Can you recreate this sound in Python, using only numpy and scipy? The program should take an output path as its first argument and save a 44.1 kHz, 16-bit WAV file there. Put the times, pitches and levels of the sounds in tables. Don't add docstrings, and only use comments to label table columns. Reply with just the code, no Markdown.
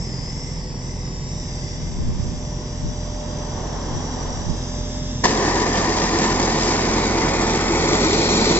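import sys
import numpy as np
from scipy import signal
from scipy.fft import rfft, irfft, next_fast_len
from scipy.io import wavfile
from scipy.ndimage import uniform_filter1d, map_coordinates

SR = 44100
rng = np.random.default_rng(int(sys.argv[2]) if len(sys.argv) > 2 else 0)


def persist_wave(psi):
    counts = np.round(np.clip(psi, -1, 1) * 32767).astype(np.int16)
    wavfile.write(sys.argv[1], SR, np.atleast_2d(counts).T)


N = 378819
T = np.arange(N) / SR
FREQS = np.fft.rfftfreq(N, 1 / SR)

# firing_multiple, far_level_db, near_level_db
EXHAUST_PARTIALS = [(1, -33.5, -31), (1.42, -44, -53), (2, -37.5, -32.5), (3, -36.5, -42.5),
                    (3.5, -46.5, -41.5), (4, -41.5, -52)]
# centre_s, half_length_s, firing_change_hz
LOAD_SAGS = [(.65, 0.636, -0.729), (7.45, .45, -1.0)]
# frequency_hz, gain_db
RUMBLE_EQ = [(24, -3), (48, -4.5), (75, -7), (110, -5.5), (160, -1.5), (205, -10), (290, -13), (480, -19),
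             (550, -25), (660, -27), (980, -24.5), (1350, -40.5), (2000, -34), (3000, -37)]
# pitch_hz, level_db, loudest_s, half_length_s
DRIVE_HUMS = [(222.3, -35, 6.5, 1.5), (252.6, -36, 6.0, 1.26), (383.3, -48.5, -1, 2.7),
              (497, -51.5, 0.9, 2)]
# frequency_hz, far_gain_db, near_gain_db
LEAK_EQ = [(1510, -28.5, -15), (2020, -0.5, -10), (2500, -18, -29.5), (2750, -17, -10.5), (3050, -21, -16),
           (3220, -13, -9.5), (3890, -11.5, -8), (3940, -25, -14), (4350, -18.5, -19.5), (4970, 0, -4),
           (5200, 3.5, -4), (5420, 1.5, -7), (5780, 0, 1.5), (6250, -8.5, -7.5), (6800, -14.5, -13.5),
           (7280, -3, -7.5), (7800, -12, -17.5)]
# centre_s, half_length_s, gain_db, lag_change_ms
PHONE_SWINGS = [(0.733, 0.11, -3.5, -.05), (0.993, 0.09, -1.5, -0.017), (1.196, 0.1, -2.5, -0.086),
                (2.052, 0.1, -2.5, -.005), (2.791, 0.69, -3, .007), (5.047, 0.26, 0.5, 0.071)]
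# frequency_hz, gain_db
TYRE_EQ = [(150, -18), (260, 0.5), (420, -0.5), (650, -2), (900, -1.5), (1100, -5.5), (1350, -16),
           (1800, -14), (2500, -29.5), (4000, -24.5), (7000, -57)]
# loudest_s, half_length_s, level_db
TRAFFIC_PASSES = [(0.098, 0.39, -45.5), (3.76, 0.26, -32.5), (3.962, .04, -36.5), (4.253, 0.17, -33)]
# centre_s, half_length_s, level_db, left_minus_right_db
WIND_GUSTS = [(1.887, 0.1, -31.5, 8), (2.018, 0.027, -22.5, 1), (2.095, 0.022, -22, -2),
              (2.206, 0.11, -24.5, -4), (2.868, 0.038, -24, 5), (3.957, 0.032, -24, 1),
              (4.33, 0.089, -32, 5), (4.499, 0.025, -20.5, -9)]
# centre_s, half_length_s, gain_db
WHINE_RISES = [(2.15, .3, 6), (3.25, .45, 11.5), (4.98, .33, 11)]
# centre_s, half_length_s, gain_db
PRESSURE_SPITS = [(5.2435, .0045, 6), (5.2575, .0058, 8.2)]
# frequency_hz, gain_db
ROAR_EQ = [(90, -30.5), (150, -4), (230, 0), (280, -2.5), (335, 4.5), (370, 0.5), (440, 2.5), (490, -6.5),
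           (540, -3), (620, -16), (900, -48)]
# frequency_hz, far_gain_db, near_gain_db
SPLATTER_EQ = [(447, -20.5, -17), (580, -6, -7.5), (710, -1, -4), (776, 0, -6), (865, -1.5, 0.5),
               (1020, 5, -5), (1080, -7, -7), (1156, 2, -5.5), (1290, -16, -9.5), (1500, -13, -9),
               (1680, -6.5, -21), (1765, 1.5, -10.5), (2030, -9.5, -7), (3050, -24, -33)]
# frequency_hz, far_gain_db, near_gain_db
HISS_EQ = [(2000, -15.5, -12.5), (2460, -6, -2.5), (2900, -7, -13.5), (3240, -5.5, -4.5),
           (4020, -3.5, -4.5), (4460, -3.5, -4), (4630, -0.5, -4), (5230, 0.5, -5), (5800, -5.5, 0),
           (5830, 1.5, -1.5), (6400, -2.5, -9), (6940, -3.5, -1.5), (7440, -3, -4), (8200, -28, -23)]
# centre_s, half_length_s, gain_db
HISS_SWELLS = [(5.3, 0.043, 3), (6.03, 0.14, 2.5), (6.66, 0.2, 3.5), (7.18, 0.071, 0), (7.69, 0.049, -1),
               (8.45, 0.53, 5)]
# pitch_hz, bandwidth_hz, far_level_db, near_level_db, change_s, left_minus_right_db
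NOZZLE_CAVITIES = [(695, 65, -35, -36.5, 5.7, -9.5), (992, 48, -34.5, -40.5, 6.8, 6.5),
                   (1855, 210, -35.5, -43.5, 6.04, 8.5), (2237, 160, -53, -36, 6, -3),
                   (4200, 430, -60.5, -28, 7.85, 6.5), (5050, 130, -33.5, -48, 5.1, 14.5)]
# frequency_hz, left_minus_right_db
PORT_BALANCE = [(150, -1.5), (450, 1.5), (640, -6), (850, -2.5), (1100, 3.5), (1450, -3), (2000, 7.5),
                (2700, -1.5), (3700, 0), (5000, 3), (6000, -0.5), (6700, -4), (7300, -9), (8000, -13.5)]

FIRING_HZ, RUMBLE_DB = 43.25, -32
LEAK_DB, LEAK_LAG_MS, LEAK_SAG_DB_PER_S = -36, -0.17, 4.3
BOB_FIRST_S, BOB_PERIOD_S, BOB_BEND, BOB_FADE_S = .44, .49, .03, 1.7
ROAD_DB = -46
WHINE_HZ, WHINE_DB = 598, -51
OPEN_S, ATTACK_S = 5.2405, .003
SETTLE_S, SETTLE_DB = 0.039, 2
EMERGE_S, EMERGE_HALF_S = 7.8, 0.25
ROAR_DB, ROAR_NEAR_BOOST_DB, SPLATTER_DB, HISS_DB = -23, 3.5, -24.5, -28.5


def undb(db):
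    return 10 ** (np.asarray(db) / 20)


def unit(x):
    return x / np.sqrt(np.mean(x ** 2))


def bells(events):
    return sum(height * np.exp(-.5 * ((T - s) / half_s) ** 2) for s, half_s, height in events)


def walk(rate_hz):
    step = max(int(SR / rate_hz), 2)
    return uniform_filter1d(np.repeat(rng.standard_normal(N // step + 1), step), step)[:N]


def passing(closest_s, half_s):
    return 1 / np.hypot(1, (T - closest_s) / half_s)


def colour(x, points):
    hz, db = np.transpose(points)
    size = next_fast_len(N)
    f = np.maximum(np.fft.rfftfreq(size, 1 / SR), 1)
    gain = undb(np.interp(np.log(f), np.log(hz), db))
    roll_off = np.minimum(f / hz[0], 1) ** 2 * np.minimum(hz[-1] / f, 1) ** 2
    return irfft(rfft(x, size) * gain * roll_off, size)[..., :N]


def approach(x, eq, far_s, near_s):
    hz, far_db, near_db = np.transpose(eq)
    near = np.clip((T - far_s) / (near_s - far_s), 0, 1)
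    return (1 - near) * unit(colour(x, np.c_[hz, far_db])) + near * unit(colour(x, np.c_[hz, near_db]))


def delay(x, ms):
    return map_coordinates(x, [np.arange(N) - ms * SR / 1000], order=3, mode="mirror")


def turbulence(likeness, lag_ms=0):
    direct = rng.standard_normal(N)
    late = delay(direct, lag_ms) if np.any(lag_ms) else direct
    diffuse = rng.standard_normal((2, N))
    return np.sqrt(likeness) * np.array([direct, late]) + np.sqrt(1 - likeness) * diffuse


def reflections(x, strength, span_ms, sway, count=6):
    out = x.copy()
    for path_ms, sign in zip(rng.uniform(0.1988, 1, count) * span_ms, rng.choice([-1, 1], count)):
        late_ms = path_ms * (1 + sway * walk(2))
        for port in range(2):
            late_s = (late_ms + rng.uniform(-.03, .03)) / 1000
            out[port] += sign * strength * np.interp(T - late_s, T, x[port])
    return out


def shaft_tone(hz, db, waver_db):
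    phase = 2 * np.pi * np.cumsum(hz * (1 + 0.001806 * walk(7))) / SR
    return np.sqrt(2) * undb(db + waver_db * walk(4)) * np.sin(phase)


def diesel():
    firing_hz = (FIRING_HZ + bells(LOAD_SAGS)) * (1 + 0.00403 * walk(9))
    phase = 2 * np.pi * np.cumsum(firing_hz) / SR
    exhaust = 0
    for multiple, far_db, near_db in EXHAUST_PARTIALS:
        db = np.interp(T, [0, T[-1]], [far_db, near_db]) + walk(13)
        smear = 0.29 * multiple ** 2
        exhaust -= np.sqrt(2) * undb(db) * np.cos(multiple * phase - smear)
    knocks = turbulence(likeness=0.89) * undb(2 * np.cos(phase) + .5 * np.cos(phase / 2))
    return exhaust + unit(colour(knocks, RUMBLE_EQ)) * undb(RUMBLE_DB)


def drives():
    return sum(shaft_tone(hz, db, waver_db=2) * passing(loudest_s, half_s)
               for hz, db, loudest_s, half_s in DRIVE_HUMS)


def air_leak():
    centre_s, half_s, dip_db, shift_ms = np.transpose(PHONE_SWINGS)
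    air = turbulence(likeness=0.59, lag_ms=LEAK_LAG_MS + bells(zip(centre_s, half_s, shift_ms)))
    air = reflections(air, strength=.18, span_ms=3, sway=.1)
    air = approach(air, LEAK_EQ, far_s=0.74, near_s=3.2)
    bend = BOB_BEND * np.cos(2 * np.pi * (T - BOB_FIRST_S) / BOB_PERIOD_S)
    bend *= np.exp(-(T / BOB_FADE_S) ** 2)
    air = np.array([delay(port, -1000 * np.cumsum(bend) / SR) for port in air])
    swing_db = bells(zip(centre_s, half_s, dip_db))
    sag_db = LEAK_SAG_DB_PER_S * np.maximum(T - OPEN_S, 0)
    return air * undb(LEAK_DB + swing_db - sag_db + 0.27 * walk(25))


def traffic():
    pass_power = sum((undb(db) * passing(s, half_s)) ** 2 for s, half_s, db in TRAFFIC_PASSES)
    swell = np.sqrt(undb(ROAD_DB) ** 2 + pass_power)
    tyres = unit(colour(turbulence(likeness=0.71), TYRE_EQ))
    return tyres * swell * undb(0.74 * walk(19))


def wind():
    gusts = bells((s, half_s, undb(db + np.array([[pan_db], [-pan_db]]) / 2))
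                  for s, half_s, db, pan_db in WIND_GUSTS)
    thump_eq = [(18, 1), (45, -4.5), (140, -7.5), (260, -15.5), (600, -35.5)]
    return gusts * unit(colour(turbulence(likeness=0.21), thump_eq))


def whine():
    return shaft_tone(WHINE_HZ, WHINE_DB + bells(WHINE_RISES), waver_db=2.1)


def valve(spit):
    since_s = T - OPEN_S
    attack = np.exp(np.minimum(since_s, 0) / ATTACK_S)
    surplus = np.exp(-np.maximum(since_s, 0) / SETTLE_S)
    return attack * undb(spit * bells(PRESSURE_SPITS) + SETTLE_DB * surplus)


def spray_gun():
    near = .5 + .5 * np.tanh((T - EMERGE_S) / EMERGE_HALF_S)
    lag_ms = 0.082 + 0.034 * near
    sputter = undb(1.02 * walk(220) + 0.73 * walk(30))
    fizz = undb(2.1 * walk(500))

    roar = colour(turbulence(likeness=0.98) * sputter, ROAR_EQ)
    roar = unit(roar) * undb(ROAR_DB + ROAR_NEAR_BOOST_DB * near)

    splatter = turbulence(likeness=0.93, lag_ms=1.48 * lag_ms) * sputter
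    splatter = reflections(splatter, strength=.16, span_ms=14, sway=0.021)
    splatter = approach(splatter, SPLATTER_EQ, far_s=5.1, near_s=7.6) * undb(SPLATTER_DB)

    hiss = turbulence(likeness=0.71, lag_ms=lag_ms) * sputter * fizz
    hiss = reflections(hiss, strength=.23, span_ms=4.5, sway=.07)
    hiss = approach(hiss, HISS_EQ, far_s=7.2, near_s=7.3) * undb(HISS_DB + bells(HISS_SWELLS))
    return roar * valve(spit=.2) + splatter * valve(spit=1.1) + hiss * valve(spit=.9)


def nozzle_rings():
    rings = 0
    for hz, width_hz, far_db, near_db, change_s, pan_db in NOZZLE_CAVITIES:
        blast = turbulence(likeness=0.83, lag_ms=0.065)
        ring = signal.lfilter(*signal.iirpeak(hz, hz / width_hz, fs=SR), blast)
        near = .5 + .5 * np.tanh((T - change_s) / 0.24)
        db = far_db + near * (near_db - far_db) + 0.8 * walk(1.933)
        rings += unit(ring) * undb(db + np.array([[pan_db], [-pan_db]]) / 2)
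    return rings * valve(spit=1)


def scene():
    return diesel() + drives() + air_leak() + traffic() + wind() + whine() + spray_gun() + nozzle_rings()


def record(dry):
    cavity_hz, width_hz, top_hz = 610, 85, 7800
    hz, db = np.transpose(PORT_BALANCE)
    balance_db = np.interp(FREQS, hz, db)
    gains = undb(np.array([balance_db, -balance_db]) / 2)
    gains /= np.sqrt(np.mean(gains ** 2, axis=0))
    phase_lag = 0.86 * np.exp(-((FREQS - cavity_hz) / width_hz) ** 2)
    ports = gains * np.exp(-1j * np.outer([0, 1], phase_lag))
    heard = irfft(rfft(dry) * ports, N)
    return signal.sosfilt(signal.ellip(10, .2, 80, top_hz, fs=SR, output="sos"), heard)


dry = scene()
out = record(dry)
persist_wave(out)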